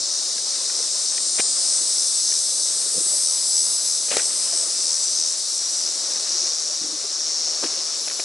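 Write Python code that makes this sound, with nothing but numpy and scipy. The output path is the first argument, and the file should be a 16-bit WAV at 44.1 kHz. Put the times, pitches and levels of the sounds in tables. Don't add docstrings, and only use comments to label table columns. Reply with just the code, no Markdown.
import sys
import numpy as np
from scipy import signal
from scipy.fft import rfft, irfft, next_fast_len
from scipy.io import wavfile
from scipy.ndimage import uniform_filter1d

SR = 44100
rng = np.random.default_rng(int(sys.argv[2]) if len(sys.argv) > 2 else 0)


def gain_from_db(level_db):
    decades = np.asarray(level_db, float) / 20
    return 10 ** decades


def master(y):
    cut = np.clip(np.atleast_2d(y).T, -1, 1)
    pcm = np.round(cut * 32767)
    wavfile.write(sys.argv[1], SR, pcm.astype(np.int16))


N = 363384


def rms_one(x):
    return x / np.sqrt(np.mean(x ** 2) + 1e-20)


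def read(rows, at):
    first, *columns = np.transpose(rows)
    return [np.interp(at, first, c) for c in columns]


def at_hz(points, hz):
    points = np.array(points)
    return np.interp(np.log(hz), np.log(points[:, 0]), points[:, 1])


def drift(rate_hz):
    r = np.exp(-80 * np.pi * rate_hz / SR)
    chance = rng.standard_normal(N // 40 + 2002)
    slow = signal.lfilter([1], [1, -2 * r, r * r], chance)[2000:]
    return np.interp(np.arange(N) / 40, np.arange(len(slow)), rms_one(slow))


def panned(x, left_db):
    return x * gain_from_db(np.array([[left_db / 2], [-left_db / 2]]))


def add(out, x, i):
    x = x[..., :max(N - i, 0)]
    out[..., i:i + x.shape[-1]] += x


def wide_noise(spectrum, patchy_db, count):
    # (frequency [Hz], likeness [0-1])
    likeness = [(60, 0.98), (140, 0.94), (340, 0.86), (810, 0.78), (1930, 0.88), (4590, 0.9), (10900, 0.77)]
    # (frequency [Hz], left minus right [dB])
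    leaning = [(60, 2), (140, -0.5), (340, 1), (810, -2), (1930, 2), (4590, 3.5), (10900, 1.5)]
    size = next_fast_len(N)
    hz = np.maximum(np.arange(size // 2 + 1) * SR / size, 1)
    alike = np.clip(at_hz(likeness, hz), 0, 1)
    mid, side = rfft(rng.standard_normal((2, size)))
    pair = np.sqrt(1 + alike) * mid + np.sqrt(1 - alike) * side * [[1], [-1]]
    pair = pair * gain_from_db(at_hz(spectrum, hz) + at_hz(leaning, hz) * [[.5], [-.5]])
    place = np.interp(np.log(hz), np.log([spectrum[0][0], spectrum[-1][0]]), [-1, count])
    out = np.zeros((2, N))
    for k in range(count):
        share = np.clip(1 - np.abs(place - k), 0, 1) ** .5
        out += irfft(pair * share, size)[:, :N] * gain_from_db(patchy_db * drift(13.5))
    return rms_one(out)


def far_chorus(t):
    # (frequency [Hz], density [dB per Hz])
    low_colour = [(1760, -72), (3000, -27), (3310, -22), (3640, -10), (4110, -8), (4440, -6), (4810, -6),
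                  (5030, -2.5), (5290, 2), (5430, -6), (5650, -0.5), (6220, -5.5), (7200, -8), (9360, -18),
                  (15800, -120)]
    high_colour = [(5000, -8), (6800, 0.5), (7070, -14), (7560, 8.5), (8570, 1.5), (9300, 0.5),
                   (9700, -0.5), (10500, -4), (11100, 1), (15000, 5)]
    # (time [s], level [dB])
    low_level = [(0, -25), (1.5, -25), (2.5, -24.5), (3, -26), (4.5, -26.5), (5.6, -26.5), (6.4, -26),
                 (6.7, -27.5), (8.24, -27.5)]
    high_level = [(0, -32), (2, -28), (2.5, -38), (3, -32), (4.5, -27), (4.9, -27.5), (5.8, -27.5),
                  (6.4, -31.5), (7.3, -34.5), (7.7, -33), (8.24, -35)]
    low = gain_from_db(read(low_level, t)[0]) * wide_noise(low_colour, patchy_db=0.5, count=5)
    high = gain_from_db(read(high_level, t)[0]) * wide_noise(high_colour, patchy_db=1.43, count=6)
    return low + high


def whining_cicada(t):
    # (time [s], clicks per second [1/s])
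    clicks = [(0, 211), (.76, 211.2), (1.23, 211.6), (3.84, 212.5), (4.24, 212.4), (4.57, 211.2),
              (4.73, 209.3), (5.08, 201), (5.5, 191)]
    # (time [s], level [dB])
    effort = [(0, 0), (.8, 2), (1.7, 1), (2.9, .5), (3.5, -1), (4.1, .5), (4.4, 3.5), (4.75, 0), (5.5, 4)]
    # (rms level [dB], time of fullest voice [s], spread [s], time of one top of the bending [s])
    overtones = [(-44.5, 2.02, 1.41, 3.72), (-41.2, 2.35, 1.32, 4.01), (-38.4, 3.64, 1.57, 3.82),
                 (-45.8, 2.89, 1.88, 1.82), (-35.3, 2.78, 1.48, 3.85), (-45.9, 1.86, 2.27, 3.18),
                 (-50.3, 3.79, 3.0, 2.6), (-45.4, 4.02, 1.88, 1.97), (-36.1, 1.87, 1.81, 3.18),
                 (-32.8, 3.12, 0.88, 2.22), (-39.3, 1.93, 1.73, 2.94), (-25.3, 2.97, 0.99, 3.53),
                 (-34.2, 5.4, 3.0, 2.71), (-33.6, 2.72, 1.67, 2.89), (-39.3, 0.02, 3.0, 4.07),
                 (-29.5, 2.47, 1.44, 1.64), (-37.9, 3.18, 1.39, 2.23), (-33.7, 3.01, 1.25, 3.18),
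                 (-31.4, 2.97, 1.38, 1.61), (-41.6, 5.5, 3.0, 2.64), (-42.3, 2.29, 2.05, 2.12),
                 (-40.0, 2.72, 1.6, 2.08), (-46.4, 3.3, 3.0, 2.44), (-44.1, 3.45, 1.39, 2.04),
                 (-42.0, 2.93, 1.47, 2.2), (-35.9, 3.14, 0.84, 3.44)]
    first_overtone = 26
    tires_s, end_s = 4.2, clicks[-1][0]
    bend_s, bend_depth = 1.7, .4
    port_phase = .55

    (per_s,), (effort_db,) = read(clicks, t), read(effort, t)
    tired = np.clip((t - tires_s) / (end_s - tires_s), 0, 1)
    unsteady_hz = .045 + .6 * tired ** 2
    turn = 2 * np.pi * np.cumsum(per_s + unsteady_hz * drift(20.0)) / SR
    out, coarse, last = np.zeros((2, N)), t[::64], int(end_s * SR)
    for k, (db, fullest_s, spread_s, top_s) in enumerate(overtones):
        bend = (1 + bend_depth * np.cos(2 * np.pi * (coarse - top_s) / bend_s)) / (1 + bend_depth)
        size = gain_from_db(db) * bend * np.exp(-.5 * ((coarse - fullest_s) / spread_s) ** 2)
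        size = np.repeat(size, 64)[:N] * gain_from_db((2.4 + 3 * tired) * drift(6.0))
        start = rng.uniform(0, 2 * np.pi)
        apart = port_phase * rng.choice([-1, 1]) * np.array([[.5], [-.5]])
        out[:, :last] += size[:last] * np.sin((first_overtone + k) * turn[:last] + start + apart)
    ending = np.clip((end_s - t) / 0.29, 0, 1)
    return panned(np.sqrt(2) * gain_from_db(0.24 + effort_db) * ending * out, left_db=1.9)


def drum_pulses(per_s, weak, hz, modes, sharp, ribs):
    count = np.cumsum(per_s) / SR
    every_other = np.floor(count) % 2
    gate = np.abs(np.sin(np.pi * count)) ** (2 * sharp) * (1 - weak * every_other)
    chance = rng.standard_normal((len(modes) + 2, N // 16 + 1)).repeat(16, axis=1)[:, :N]
    uneven, apart, *ragged = signal.lfilter([.1], [1, -.9], chance)
    both = np.zeros(N, complex)
    for (offset_hz, width_hz, db), wander in zip(modes, ragged):
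        turn = 2 * np.pi * np.cumsum(hz + offset_hz + width_hz * wander) / SR
        both += gain_from_db(db) * np.exp(1j * turn)
    other = 0.1 * apart * both.imag
    pulses = gate * gain_from_db(ribs * uneven)
    return rms_one(panned(pulses * (both.real + other * [[1], [-1]]), left_db=2.3))


def throbbing_cicada(t):
    # (time [s], level [dB])
    throbs = [(-.17, -31), (.15, -30), (.48, -32), (.78, -30), (1.08, -29), (1.40, -32), (1.70, -28),
              (2.0, -27), (2.31, -25.5), (2.62, -30), (2.94, -32), (3.27, -25.5), (3.58, -25), (3.9, -27.5),
              (4.22, -29.5), (4.55, -27.5), (4.89, -24.5), (5.21, -24), (5.57, -33), (5.85, -28),
              (6.13, -30), (6.41, -29), (6.7, -60), (9, -60)]
    # (share of the throb after the loud end [0-1], pulse rate [1/s], level [dB],
    # weakness of every other pulse [0-1], belly resonance [Hz])
    course = [(0, 161, 2.5, .96, 5560), (.16, 160, 1, .95, 5620), (.3, 160, -4, .9, 5640),
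              (.36, 168, -9, .1, 5350), (.6, 178, -6, .05, 5380), (.8, 186, -5, .1, 5460),
              (.88, 162, 0, .92, 5500), (1, 161, 2.5, .96, 5560)]
    # (offset [Hz], width [Hz], level [dB])
    belly_modes = [(-450, 170, -1), (0, 150, 0), (420, 170, -2), (780, 200, -6), (-1000, 300, -11)]
    ends_s, ends_db = np.transpose(throbs)
    place = np.interp(t, ends_s, np.arange(len(throbs)))
    per_s, shape_db, weak, hz = read(course, place - np.floor(place))
    nearest = np.floor(place + .65).astype(int)
    level = uniform_filter1d(gain_from_db(ends_db[nearest] + shape_db + 1), size=300)
    return level * drum_pulses(per_s, weak, hz, belly_modes, sharp=.65, ribs=.5)


def bubble(hz, cycles, rise):
    u = np.arange(int(cycles / hz * SR)) / SR * hz / cycles
    ring = np.sin(2 * np.pi * cycles * (u + rise * u ** 2))
    return ring * np.exp(-5 * u) * (1 - np.exp(-15 * u)) * 2.14


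def trickle(per_s, level_db):
    out, chance = np.zeros((2, N)), rng.random((N // 20, 5))
    for j in np.flatnonzero(chance[:, 0] < per_s * 20 / SR):
        hz = 330 * 7 ** (chance[j, 1] ** 1.616)
        size = gain_from_db(-5 * np.log(1 - 0.75 * chance[j, 2])) * (400 / hz) ** 0.06
        ring = bubble(hz, 8 + 12 * chance[j, 3], rise=0.2)
        add(out, panned(size * ring, 5 * (chance[j, 4] - .5)), j * 20)
    return gain_from_db(level_db) * rms_one(out)


def stirred_pond(t):
    # (time [s], level [dB])
    stirring = [(0, -44), (.8, -42), (1.33, -44), (1.58, -42), (2.16, -45.5), (2.84, -43), (4.06, -44.5),
                (4.31, -40.5), (4.8, -42), (5.46, -45), (6.15, -41), (6.68, -43.5), (7.25, -43),
                (7.62, -40.5), (8.24, -43.5)]
    # (frequency [Hz], density [dB per Hz])
    murmur = [(18, -70), (30, -24), (129, -17.5), (332, -2.5), (414, -6.5), (559, 2), (904, -8), (1080, -4),
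              (1400, -4), (1580, -8), (2180, -9), (3190, -7), (3600, -7), (4680, -8), (7920, -120)]
    stir_db, = read(stirring, t)
    bubbles = trickle(155, -55 + 0.9 * (stir_db - stir_db.mean()))
    return gain_from_db(stir_db) * wide_noise(murmur, patchy_db=1.48, count=6) + bubbles


def splashes():
    # (time [s], bubble peak [dB], bubble pitch [Hz], spray peak [dB], spray length [s])
    slaps = [(1.379, -31, 540, -22.5, 0.011), (1.396, -19.5, 460, -23.5, 0.0043),
             (4.082, -33, 565, -37.5, .005), (4.097, -48, 600, -26.5, 0.028),
             (4.114, -23, 520, -36, 0.0075), (4.15, -36, 605, -28.5, 0.027),
             (4.167, -18.5, 393, -20.5, 0.0024), (7.634, -23, 1054, -28, 0.0055),
             (7.652, -42, 333, -33, .008), (8.075, -29, 625, -28, .004), (8.106, -36, 546, -32.5, 0.008),
             (8.195, -25, 627, -28.5, .004)]
    # (time [s], peak [dB], bubble pitch [Hz])
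    drips = [(.009, -44, 382), (.607, -28, 1020), (.799, -25, 452), (1.029, -45, 1020), (1.658, -38, 325),
             (2.519, -28, 500), (2.859, -30, 563), (2.916, -32, 380), (2.944, -28, 440), (2.976, -18, 484),
             (3.059, -31, 360), (3.134, -24.5, 580), (4.247, -37, 440), (4.53, -21, 643),
             (6.699, -26.5, 589), (6.812, -31, 338), (6.839, -25, 293), (6.885, -32, 295),
             (6.927, -28, 300), (7.042, -24.5, 396), (7.729, -29, 432)]
    # (time [s], peak [dB])
    thumps = [(.009, -51), (1.395, -49), (2.961, -42), (2.976, -34), (3.06, -49), (4.168, -54),
              (6.813, -43), (6.839, -46), (7.635, -56)]
    # (frequency [Hz], density [dB per Hz])
    spray_colour = [(60, -22), (250, -9.5), (600, -1), (1000, -13), (1500, -7.5), (3000, -3.5),
                    (5000, -5.5), (9000, -2), (20000, -17)]
    out, spray = np.zeros((2, N)), wide_noise(spray_colour, patchy_db=-2, count=2)
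    droplets = signal.sosfilt(signal.butter(2, 250, fs=SR, output="sos"), rng.standard_normal(N))
    spray = rms_one(spray * gain_from_db(1.7 * rms_one(droplets)))
    for s, db, hz, spray_db, length_s in slaps:
        i, u = round(s * SR), np.arange(6000) / SR / max(length_s, .002)
        swell = u ** 1.63 * np.exp(-u ** 1.43)
        burst = swell[:N - i] * spray[:, i:i + 6000]
        add(out, gain_from_db(spray_db + 11.5) * burst / np.abs(burst).max(), i)
        add(out, gain_from_db(db + 0.5) * bubble(hz, 6.1, rise=0.065), i)
    for s, db, hz in drips:
        add(out, gain_from_db(db - 11.0) * bubble(hz, 17.0 + hz / 150, rise=0.054), round(s * SR))
    for s, db in thumps:
        add(out, gain_from_db(db + 2.5) * bubble(177, 5.6, rise=0.099), round(s * SR))
    return out


def ticks():
    # (time [s], peak [dB], pitch [Hz])
    drops = [
        (0.38, -33, 2020),
        (0.698, -32, 1820),
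        (1.179, -25, 2360),
        (2.321, -30, 2230),
        (4.196, -22, 1900),
        (8.099, -28, 2340),
    ]
    out = np.zeros((2, N))
    for s, db, hz in drops:
        for ratio in (.8, 1.02, 1.3):
            tick = gain_from_db(db - 4.5) * bubble(hz * ratio, 24.0, rise=.03)
            add(out, panned(tick, -3.5), round(s * SR))
    return out


def brief_singers(t):
    # (time [s], length [s], first pitch [Hz], last pitch [Hz], level [dB])
    phrases = [
        (3.299, .5, 5050, 5080, -32.5),
        (4.302, 0.43, 5180, 5150, -34),
        (4.944, 0.27, 5830, 6250, -30),
        (5.472, 0.39, 5540, 5900, -29),
        (5.88, .35, 5620, 5720, -33),
        (.45, .4, 4930, 4970, -38),
        (1.4, .35, 4920, 5030, -31),
        (1.8, .75, 5500, 5640, -34),
    ]
    level, hz = np.zeros(N), np.full(N, 5500.)
    for s, length_s, first_hz, last_hz, db in phrases:
        share = (t - s) / length_s
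        on = (share > 0) & (share < 1)
        level[on] = gain_from_db(db) * np.sin(np.pi * share[on]) ** 0.29
        hz[on] = first_hz + (last_hz - first_hz) * share[on]
    return level * drum_pulses(np.full(N, 170.), 0.11, hz, [(0.0026, 129, 0)], sharp=0.46, ribs=1.5)


def gurgles():
    # (time [s], length [s], peak [dB], highest bubble pitch [Hz])
    bunches = [
        (2.946, .065, -40, 650),
        (4.106, .1, -46, 790),
        (6.809, .15, -41, 478),
        (7.623, .03, -28.5, 1780),
    ]
    low_hz = 265
    out = np.zeros((2, N))
    for (s, length_s, db, top_hz), chance in zip(bunches, rng.random((len(bunches), 20, 3))):
        for late, high, size in chance:
            hz = low_hz * (top_hz / low_hz) ** high
            add(out, gain_from_db(db - 6.3 * size) * bubble(hz, 11.0, rise=.08), round((s + late * length_s) * SR))
    return out


def held_rattle(t):
    # (time [s], level [dB])
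    rattle = [(6.2, -45), (6.32, -24), (6.8, -29), (7.05, -33.5), (7.25, -25.5), (7.45, -24), (7.6, -27.5),
              (7.9, -28.5), (8.24, -33.5)]
    # (offset [Hz], width [Hz], level [dB])
    slack_modes = [(-480, 170, -8), (0, 145, 0), (640, 200, -7), (1050, 200, -11), (-1080, 140, -12)]
    first_hz, settled_hz, settle_s = 5740, 5440, 1.2
    since = np.maximum(t - rattle[0][0], 0)
    per_s = 158 - 3 * np.maximum(t - 7.25, 0)
    hz = settled_hz + (first_hz - settled_hz) * np.exp(-since / settle_s)
    start = np.clip(since / 0.086, 0, 1)
    return start * gain_from_db(read(rattle, t)[0]) * drum_pulses(per_s, .25, hz, slack_modes, sharp=1.2, ribs=.8)


def late_singer(t):
    # (time [s], level [dB])
    entry = [(7.9, -64), (8.0, -41), (8.24, -40)]
    buzz = drum_pulses(np.full(N, 45.), .1, np.full(N, 10600.), [(0.017, 314, 0)], sharp=.4, ribs=2.7)
    return gain_from_db(read(entry, t)[0]) * buzz


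def scene():
    t = np.arange(N) / SR
    cicadas = far_chorus(t) + whining_cicada(t) + throbbing_cicada(t)
    cicadas += brief_singers(t) + held_rattle(t) + late_singer(t)
    water = stirred_pond(t) + splashes() + ticks() + gurgles()
    return cicadas + water


def top_cut(x):
    return signal.sosfilt(signal.butter(12, 11540, fs=SR, output="sos"), x)


def record(dry):
    thin = signal.sosfilt(signal.butter(2, 110, "high", fs=SR, output="sos"), dry)
    mix = signal.sosfilt(signal.ellip(14, .5, 90, 10980, fs=SR, output="sos"), thin)
    return top_cut(mix)


dry = scene()
out = record(dry)
master(out)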